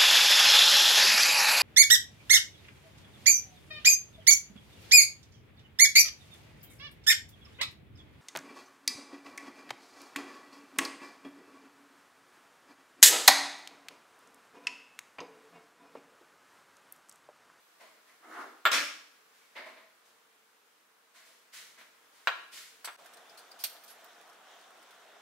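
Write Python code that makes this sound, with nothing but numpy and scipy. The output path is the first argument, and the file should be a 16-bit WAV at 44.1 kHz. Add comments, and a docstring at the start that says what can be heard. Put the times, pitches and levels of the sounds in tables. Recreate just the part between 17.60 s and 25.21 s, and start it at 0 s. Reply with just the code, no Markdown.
"""A quiet home kitchen, in two shots over one room tone. First soft soles and cloth scuff (swelling noise),
a drawer slides (noise that follows its speed), bangs shut and its cutlery rattles (ringing modes, clicks),
and a utensil is put down. Crisp snaps (bursts of bright noise, brightest on the right) begin just before
a hard cut and go on after it, where a pot simmers: bubbles drum (damped sines), the sauce fizzes and spits."""
import sys
import numpy as np
from scipy import signal
from scipy.fft import rfft, irfft, next_fast_len
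from scipy.io import wavfile
from scipy.ndimage import uniform_filter1d

SR = 44100
rng = np.random.default_rng(int(sys.argv[2]) if len(sys.argv) > 2 else 0)


def transcribe(u):
    """Save the signal u as a 16-bit wav file named by the first command-line argument.

    u: samples, shape (n,) or (channels, n), limited to [-1, 1]; the rate is SR.
    q: integer samples, one column per channel.
    """
    v = np.clip(np.atleast_2d(u).T, -1, 1)
    q = np.round(v * 32767).astype(np.int16)
    wavfile.write(sys.argv[1], SR, q)


def magnitude_from_level(level_db):
    """Linear magnitude for a level in decibels (20 dB per decade)."""
    exponent = np.asarray(level_db, float) / 20
    return 10 ** exponent


N = 335601
TIME = np.arange(N) / SR
CUT_S = 5.364  # the second shot begins

# left-right likeness of diffuse room sound: hz, correlation
ALIKE_FAR = [(60, 0.76), (180, 0.98), (550, 0.42), (1650, 0.21), (4970, 0.12), (15000, 0.11)]
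# left-right likeness of a nearby source: hz, correlation
ALIKE_NEAR = [(60, 0.9), (180, 1), (550, 0.83), (1650, 0.71), (4970, 0.22), (15000, 0.11)]


def unit(x):
    """Normalisation: the signal scaled to rms 1."""
    return x / np.sqrt(np.mean(x ** 2) + 1e-20)


def along(points, hz):
    """Interpolation of (hz, value) points on a logarithmic frequency axis."""
    f, v = np.transpose(points)
    return np.interp(np.log(hz + 1), np.log(f + 1), v)


def filtered(x, response):
    """Linear filtering: the spectrum of x times a response, a function of frequency in Hz."""
    m = next_fast_len(x.shape[-1] + 8192)
    spectrum = rfft(x, m) * response(np.fft.rfftfreq(m, 1 / SR))
    return irfft(spectrum, m)[..., :x.shape[-1]]


def humps(bands):
    """Resonance: a flat response with bumps or dips given as (hz, half_width_hz, level_db)."""
    return lambda f: 1 + sum((magnitude_from_level(db) - 1) / (1 + ((f - c) / w) ** 2) for c, w, db in bands)


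def paired(pair, alike):
    """Interaural coherence: two unrelated signals mixed to a left and right of given likeness."""
    def weights(hz):
        angle = np.arccos(np.clip(along(alike, hz), -1, 1)) / 2
        return np.array([np.cos(angle), np.sin(angle)])

    mid, side = filtered(pair, weights)
    return np.array([mid + side, mid - side])


def rush(spectrum, patchy_db, channels=1):
    """Coloured noise of rms 1, modulated by patches of random gain in time and frequency."""
    z = signal.stft(rng.standard_normal((channels, N + 512)), nperseg=512)[2]
    field = uniform_filter1d(rng.standard_normal(z.shape[1:]), 6, 0)
    field = uniform_filter1d(field, 8, 1)
    x = signal.istft(z * magnitude_from_level(patchy_db * unit(field)), nperseg=512)[1][:, :N]
    return unit(filtered(x, lambda hz: magnitude_from_level(along(spectrum, hz))))


def wide(spectrum, patchy_db, alike=ALIKE_NEAR):
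    """Spatial extent: partly coherent stereo noise from a spread-out source."""
    return paired(rush(spectrum, patchy_db, channels=2), alike)


def grains(per_second, hz, spread, turns, size_db):
    """Superposition of random damped sines that rise in pitch like bubbles; rms 1."""
    at, z, big = rng.random((3, int(per_second * N / SR)))[:, :, None]
    f = np.clip(hz * np.exp(spread * np.log(z / (1 - z))), hz / 2, 15000)
    t = np.arange(1200) / SR
    age = t * f / turns  # 1 after so many cycles of the starting pitch
    size = magnitude_from_level(-size_db * np.log(np.maximum(big, 1 / 50)))
    tone = np.sin(2 * np.pi * f * t * (1 + 0.13 * np.minimum(age, 1)))
    drops = size * tone * age * np.exp(-3 * age)
    places = (at * N).astype(int) + np.arange(1200)
    return unit(np.bincount(places.ravel(), drops.ravel(), N + 1200)[:N])


def ring(modes, t):
    """Modal vibration: damped sines (hz, level_db, t60_s), each excited at a new random strength."""
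    return sum(magnitude_from_level(db + rng.normal(0, 2) - 60 * t / t60) * np.sin(2 * np.pi * hz * t)
               for hz, db, t60 in modes)


def light_body(x):
    """Radiation efficiency: small bodies radiate no bass."""
    highpass = signal.butter(N=4, Wn=300, btype="high", fs=SR, output="sos")
    return signal.sosfilt(highpass, x)


def room_tone():
    """Diffuse background field: steady coloured noise whose level drifts slowly."""
    # spectrum of the room's air: hz, density_db (per Hz, relative)
    air = [(25, -10.5), (60, 0.5), (150, -17), (300, -9.5), (400, -10.5), (450, -0.5), (520, -8),
           (800, -6.5), (1100, -3.5), (1500, -4), (2200, -7.5), (5000, -13.5), (16000, -19)]
    # drift of the level: time_s, level_db
    drift = [(0, -63.5), (1.5, -63), (2.4, -65), (3.4, -66), (4.4, -63), (5.3, -61.5), (7.61, -65.5)]
    return magnitude_from_level(np.interp(TIME, *np.transpose(drift))) * wide(air, patchy_db=0.83, alike=ALIKE_FAR)


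def strokes():
    """Friction noise: each scuff swells, then decays, with its own share of dull body and hiss."""
    # scuffs of soles and cloth: start_s, level_db, t60_s, body_db, hiss_db (last two relative to the level)
    scuffs = [(0.188, -57.5, 0.57, 0, -5.5), (.46, -66.5, 0.54, -2, -1), (1.7, -69, 1.4, -18, 0),
              (1.948, -44, .44, -5.5, -18.5), (2.05, -53, 0.41, -0.5, -11), (2.155, -57.5, 0.41, -3, -21),
              (2.43, -73.5, 0.66, -3, 6), (3.53, -60.5, 0.78, -9.5, 1), (3.64, -72, 0.71, 2, 10.5),
              (3.917, -55, 0.6, -17, 5.5), (3.95, -54, 0.51, -27, 3), (4.17, -56, 0.38, -10, -5),
              (4.2, -56, 0.23, -17, -6.5), (4.5, -73, 1.36, -22, 8), (4.909, -55.5, 0.63, -20, 6.5),
              (4.945, -54, 0.55, -24, 5.5)]
    # spectrum of the main part: hz, density_db (per Hz, relative)
    core = [(500, -37), (900, -16), (1300, -2.5), (2100, 2.5), (2900, -8), (4200, -9.5), (6000, -23),
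            (9000, -45)]
    # spectrum of the dull body: hz, density_db (per Hz, relative)
    body = [(120, -49), (230, -8), (320, -9), (450, -6.5), (560, -3), (650, 4.5), (780, -7), (1050, 1),
            (1600, -34)]
    # spectrum of the hiss: hz, density_db (per Hz, relative)
    hiss = [(1500, -14), (3000, 3), (5000, 1.5), (8000, -1.5), (12000, -5.5), (16000, -12)]
    power = np.zeros((3, N))
    for s, db, t60, body_db, hiss_db in scuffs:
        rise = 0.051 * t60
        swell = np.sin(np.pi / 2 * np.clip((TIME - s) / rise, 0, 1)) ** 2
        fall = magnitude_from_level(-60 * np.maximum(TIME - s - rise, 0) / t60)
        levels = magnitude_from_level(db + np.array([[0], [body_db], [hiss_db]]))
        power += (levels * swell * fall) ** 2
    parts = zip(power, (core, body, hiss), (1.5, 2, .6))
    return sum(np.sqrt(p) * wide(colour, patchy_db) for p, colour, patchy_db in parts)


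def kitchen(x):
    """Reverberation: a noise tail in which each frequency decays at its own speed, most alike in the bass."""
    # reverberation time: hz, t60_s
    decay = [(200, 0.5), (1500, 0.53), (6000, 0.62), (14000, 0.47)]
    hz, t, z = signal.stft(rng.standard_normal((2, SR * 3 // 4)), SR, nperseg=256)
    fading = z * magnitude_from_level(-60 * t / along(decay, hz)[:, None])
    tail = paired(signal.istft(fading, SR, nperseg=256)[1], ALIKE_FAR)
    tail = tail / np.linalg.norm(tail[0])
    delayed = np.pad(x, (250, 0))[None]  # samples before the first reflections
    return signal.fftconvolve(delayed, tail, axes=1)[:, :N]


def slide():
    """Sliding friction: noise grows with speed as the drawer accelerates, and falls as it slows."""
    # spectrum of the drawer's runners: hz, density_db (per Hz, relative)
    runners = [(88, -65), (150, -39.5), (303, -3), (334, -7), (601, -11), (716, -3.5), (805, -7.5),
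               (1290, -1.5), (2000, -9.5), (2600, -19.5), (12200, -34), (16000, -39)]
    peak_s, speedup_s, level_db, slowing_db_per_s = .81, 0.21, -43, 139
    speed = np.clip(1 + (TIME - peak_s) / speedup_s, 0, 1)
    slowing_db = slowing_db_per_s * np.maximum(TIME - peak_s, 0)
    return speed ** 1.12 * magnitude_from_level(level_db - slowing_db) * wide(runners, patchy_db=2.5)


def knocks():
    """Impact: a blow gives a short pulse, a crack and a noisy thud, and excites the modes of the wood."""
    # blows: start_s, level_db, thud_t60_s, wood_ring_db (relative to the level), thud_pitch_hz
    blows = [(1.0531, -10, 0.15, -16, 1430), (1.061, -13, 0.13, -14, 1570),
             (1.069, -14.5, 0.069, -22, 1300), (4.212, -41.5, 0.08, -24, 1480),
             (4.6723, -9, 0.076, -44, 1550), (4.678, -16, 0.12, -27, 1420), (5.2446, -34, 0.15, -20, 1300),
             (5.275, -27.5, 0.074, -19.5, 1380), (5.283, -30.5, 0.13, -23, 1290)]
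    # modes of drawer front and counter: hz, level_db, t60_s
    wood = [(689, -2.5, 0.11), (1390, 3, 0.3), (1640, -5, .16), (2330, -3, .17), (2440, -21, .15),
            (3540, -1, 0.078)]
    # spectrum of a thud: multiple of its pitch (no unit), density_db (per Hz, relative)
    thud_colour = [(.1, -50), (.2, -17.5), (.45, -6), (1, 3.5), (1.5, -0.5), (2.5, -5), (3.3, -17),
                   (3.9, -22), (6, -31.5), (11, -53.5)]
    out, t = np.zeros((2, N + SR)), np.arange(SR // 2) / SR
    for s, db, t60, ring_db, hz in blows:
        noise = paired(rng.standard_normal((2, len(t))), ALIKE_NEAR)
        points = [(m * hz, g) for m, g in thud_colour]
        thud = unit(filtered(noise, lambda f: magnitude_from_level(along(points, f))))
        pulse = magnitude_from_level(3 - 60 * t / .0045) * np.sin(2 * np.pi * hz * t)
        # the wood's ring dies under the thud's damping as well as its own
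        dull = magnitude_from_level(-60 * t / t60) * (magnitude_from_level(ring_db) * ring(wood, t) + magnitude_from_level(-11.0) * thud)
        crack = magnitude_from_level(-28 - 60 * t / 0.0051) * unit(np.diff(rng.standard_normal(len(t) + 1)))
        onset = 1 - np.exp(-t / 0.00026)
        out[:, round(s * SR):][:, :len(t)] += magnitude_from_level(db) * (pulse + dull + crack) * onset
    return light_body(out[:, :N])


def clinks():
    """Modal vibration of loose steel, on top of the blows."""
    # clinks: start_s, level_db
    hits = [(1.0542, -34), (1.069, -45), (4.675, -51)]
    # modes of the steel: hz, level_db, t60_s
    steel = [(7580, -3, .1), (7680, -9, .1), (12600, -14, .08), (13960, 0, .08), (14100, -6, .08)]
    out, t = np.zeros((2, N + SR)), np.arange(SR // 2) / SR
    for s, db in hits:
        out[:, round(s * SR):][:, :len(t)] += magnitude_from_level(db) * ring(steel, t)
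    return light_body(out[:, :N])


def rattle():
    """Multiple collisions: jolts shake the cutlery into dense clicks and noise, coloured by the tray."""
    # the cutlery is thrown forward and back: start_s, level_db
    jolts = [(1.112, -24.5), (1.127, -27.5)]
    # spectrum of the cutlery: hz, density_db (per Hz, relative)
    cutlery = [(88, -59), (150, -31), (309, -11.5), (406, -29), (524, -8), (759, -16), (1290, -6),
               (1420, -4.5), (5570, -10), (13700, -26), (16000, -34)]
    # resonances of the cutlery tray: hz, half_width_hz, level_db
    tray = [(312, 20, 4), (1240, 100, 2.5), (2363, 260, 6), (5320, 182, 4.5)]
    rise_s, t60_s = 0.0053, 0.43
    clicks = np.abs(grains(300, hz=498.3, spread=0.57, turns=1.6, size_db=-2))
    shake = wide(cutlery, patchy_db=2.0) * (3.5 + 0.37 * clicks)
    ages = [(np.maximum(TIME - s, 0), db) for s, db in jolts]
    level = sum(magnitude_from_level(db - 60 * t / t60_s) * np.minimum(t / rise_s, 1) ** 2 for t, db in ages)
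    return level * unit(filtered(shake, humps(tray)))


def snaps():
    """Transient noise: bright bursts, strongest about their centre; the fainter, the softer their start."""
    # crisp snaps and spits: start_s, level_db, centre_hz, t60_s, broad_db (noise around the centre)
    bursts = [(5.2452, -31.5, 4500, 0.13, 11), (5.2533, -31.5, 8040, 0.065, -15),
              (5.4435, -51.5, 11300, 0.066, -8), (5.458, -42, 1550, 0.068, -14),
              (5.534, -43, 8400, 0.07, -11), (5.5688, -45.5, 4100, .058, -6),
              (5.694, -47, 5030, 0.082, -19), (5.772, -42, 4450, 0.14, -10),
              (5.7894, -45.5, 9400, .076, -2), (5.913, -41, 4770, 0.075, -20),
              (5.989, -42.5, 11000, 0.091, 6), (5.996, -39, 5100, 0.24, -8), (6.0114, -45, 8400, .092, 0),
              (6.0378, -21, 12600, 0.059, -15), (6.0395, -27, 4500, 0.091, -17),
              (6.0435, -26.5, 14280, 0.12, 2), (6.10, -47, 3130, .15, -20),
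              (6.165, -47, 3470, 0.042, -18.5), (6.235, -44.5, 14000, .1, -10),
              (6.2756, -43, 4700, 0.18, 2), (6.2994, -42.5, 11400, 0.14, -15),
              (6.4423, -44.5, 14400, 0.064, -13), (6.612, -46, 2210, .03, -12),
              (6.6967, -49, 5440, 0.042, -14), (7.104, -44, 1300, 0.038, -23),
              (7.227, -46.5, 8400, 0.031, -12)]
    # bands in which they ring: hz, half_width_hz, level_db
    bands = [(2480, 86, 5), (3240, 100, 5), (4500, 570, 6), (5830, 240, 5.5), (8750, 360, 8),
             (11000, 380, 7.5), (12600, 200, -6), (15500, 300, 1)]
    # balance, the brightest part being on the right: hz, left_over_right_db
    balance = [(1500, -3), (5000, 2.5), (9000, -0.5), (13000, -10.5)]
    half_width_hz = 230  # of the ringing centre
    out, t = np.zeros((2, N + SR)), np.arange(SR // 4) / SR

    def broad(f):
        return humps(bands)(f) * f ** 2 / (f ** 2 + 1200 ** 2) / (1 + f / 12000)

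    for s, db, hz, t60, broad_db in bursts + spits():
        colour = lambda f: magnitude_from_level(broad_db) * broad(f) + 1 / (1 + ((f - hz) / half_width_hz) ** 2)
        burst = unit(filtered(paired(rng.standard_normal((2, len(t))), ALIKE_NEAR), colour))
        attack = t60 * np.interp(db, [-45, -30], [.035, .006])
        envelope = magnitude_from_level(db - 5.5 - 60 * t / t60) * (1 - np.exp(-t / attack))
        out[:, round(s * SR):][:, :len(t)] += envelope * burst
    return filtered(out[:, :N], lambda f: magnitude_from_level(np.outer([.5, -.5], along(balance, f))))


def spits():
    """Poisson process: faint spits at random moments of the simmer, as rows like those of the snaps."""
    per_second, floor_db, spread_db, broad_db = 8, -56, 1.5, -7
    low_hz, high_hz, mean_t60_s = 1300, 9500, .04
    span = N / SR - CUT_S
    when, size, pitch, life = rng.random((round(span * per_second), 4)).T
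    start = CUT_S + np.cumsum(-np.log(when)) / per_second
    level = floor_db - spread_db * np.log(size)
    centre = low_hz * (high_hz / low_hz) ** pitch
    rows = zip(start, level, centre, mean_t60_s * (.5 + life))
    return [(*row, broad_db) for row in rows if row[0] < N / SR]


def bubbling():
    """Bubble resonance: many small bubbles merge into a murmur in the pot, and a few stand out."""
    # spectrum of the murmur: hz, density_db (per Hz, relative)
    murmur = [(90, -54), (150, -23.5), (340, -13.5), (470, -8), (590, -7), (690, 0), (800, -5.5), (980, -7),
              (1350, -7), (2200, -16.5), (3000, -18.5), (4000, -45)]
    bubbles = grains(300, hz=1300, spread=0.284, turns=2.9, size_db=4)
    return magnitude_from_level(-59.5) * (wide(murmur, patchy_db=1.5) + 0.19 * bubbles)


def fizz():
    """Bursting films: the surface of the sauce hisses, strewn with tiny damped crackles."""
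    # spectrum of the hiss: hz, density_db (per Hz, relative)
    surface = [(880, -24), (1500, -1.5), (2720, -9), (3520, -1.5), (4640, -14), (5770, -9), (15100, -29),
               (16000, -19)]
    # rise and fall of the fizz: time_s, level_db
    course = [(5.4, -64), (5.8, -63.5), (6.2, -65), (6.5, -61), (6.8, -66.5), (6.92, -59), (7.1, -64),
              (7.61, -63)]
    crackle = grains(300, hz=5000, spread=0.33, turns=2.5, size_db=2.6)
    level = magnitude_from_level(np.interp(TIME, *np.transpose(course)))
    return level * (wide(surface, patchy_db=2.0) + .3 * crackle)


def scene():
    """Superposition of direct and reverberant sound; a cut with a quick fade-in joins the two shots."""
    far = strokes() + slide()
    near = knocks() + clinks() + rattle()
    crisp = snaps()
    shared = room_tone() + crisp + magnitude_from_level(-10.5) * kitchen(crisp.mean(axis=0))
    first = far + magnitude_from_level(-4) * kitchen(far.mean(axis=0))
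    first = first + near + magnitude_from_level(-7.0) * kitchen(near.mean(axis=0))
    fade = np.clip((TIME - CUT_S) / 0.029, 0, 1)  # over 29 ms
    return np.where(TIME < CUT_S, shared + first, fade * (shared + bubbling() + fizz()))


def band_limit(x):
    """A steep low-pass at the top of the band."""
    return signal.sosfilt(signal.butter(12, 16640, fs=SR, output="sos"), x)


def record(dry):
    """Band limitation: a small microphone with a steep bass cut and a sharp upper limit."""
    low_hz, top_hz = 153, 15750
    bass_cut = signal.butter(N=4, Wn=low_hz, btype="high", fs=SR, output="sos")
    mix = filtered(signal.sosfilt(bass_cut, dry), lambda hz: hz < top_hz)
    return band_limit(mix)


dry = scene()
out = record(dry)
transcribe(out)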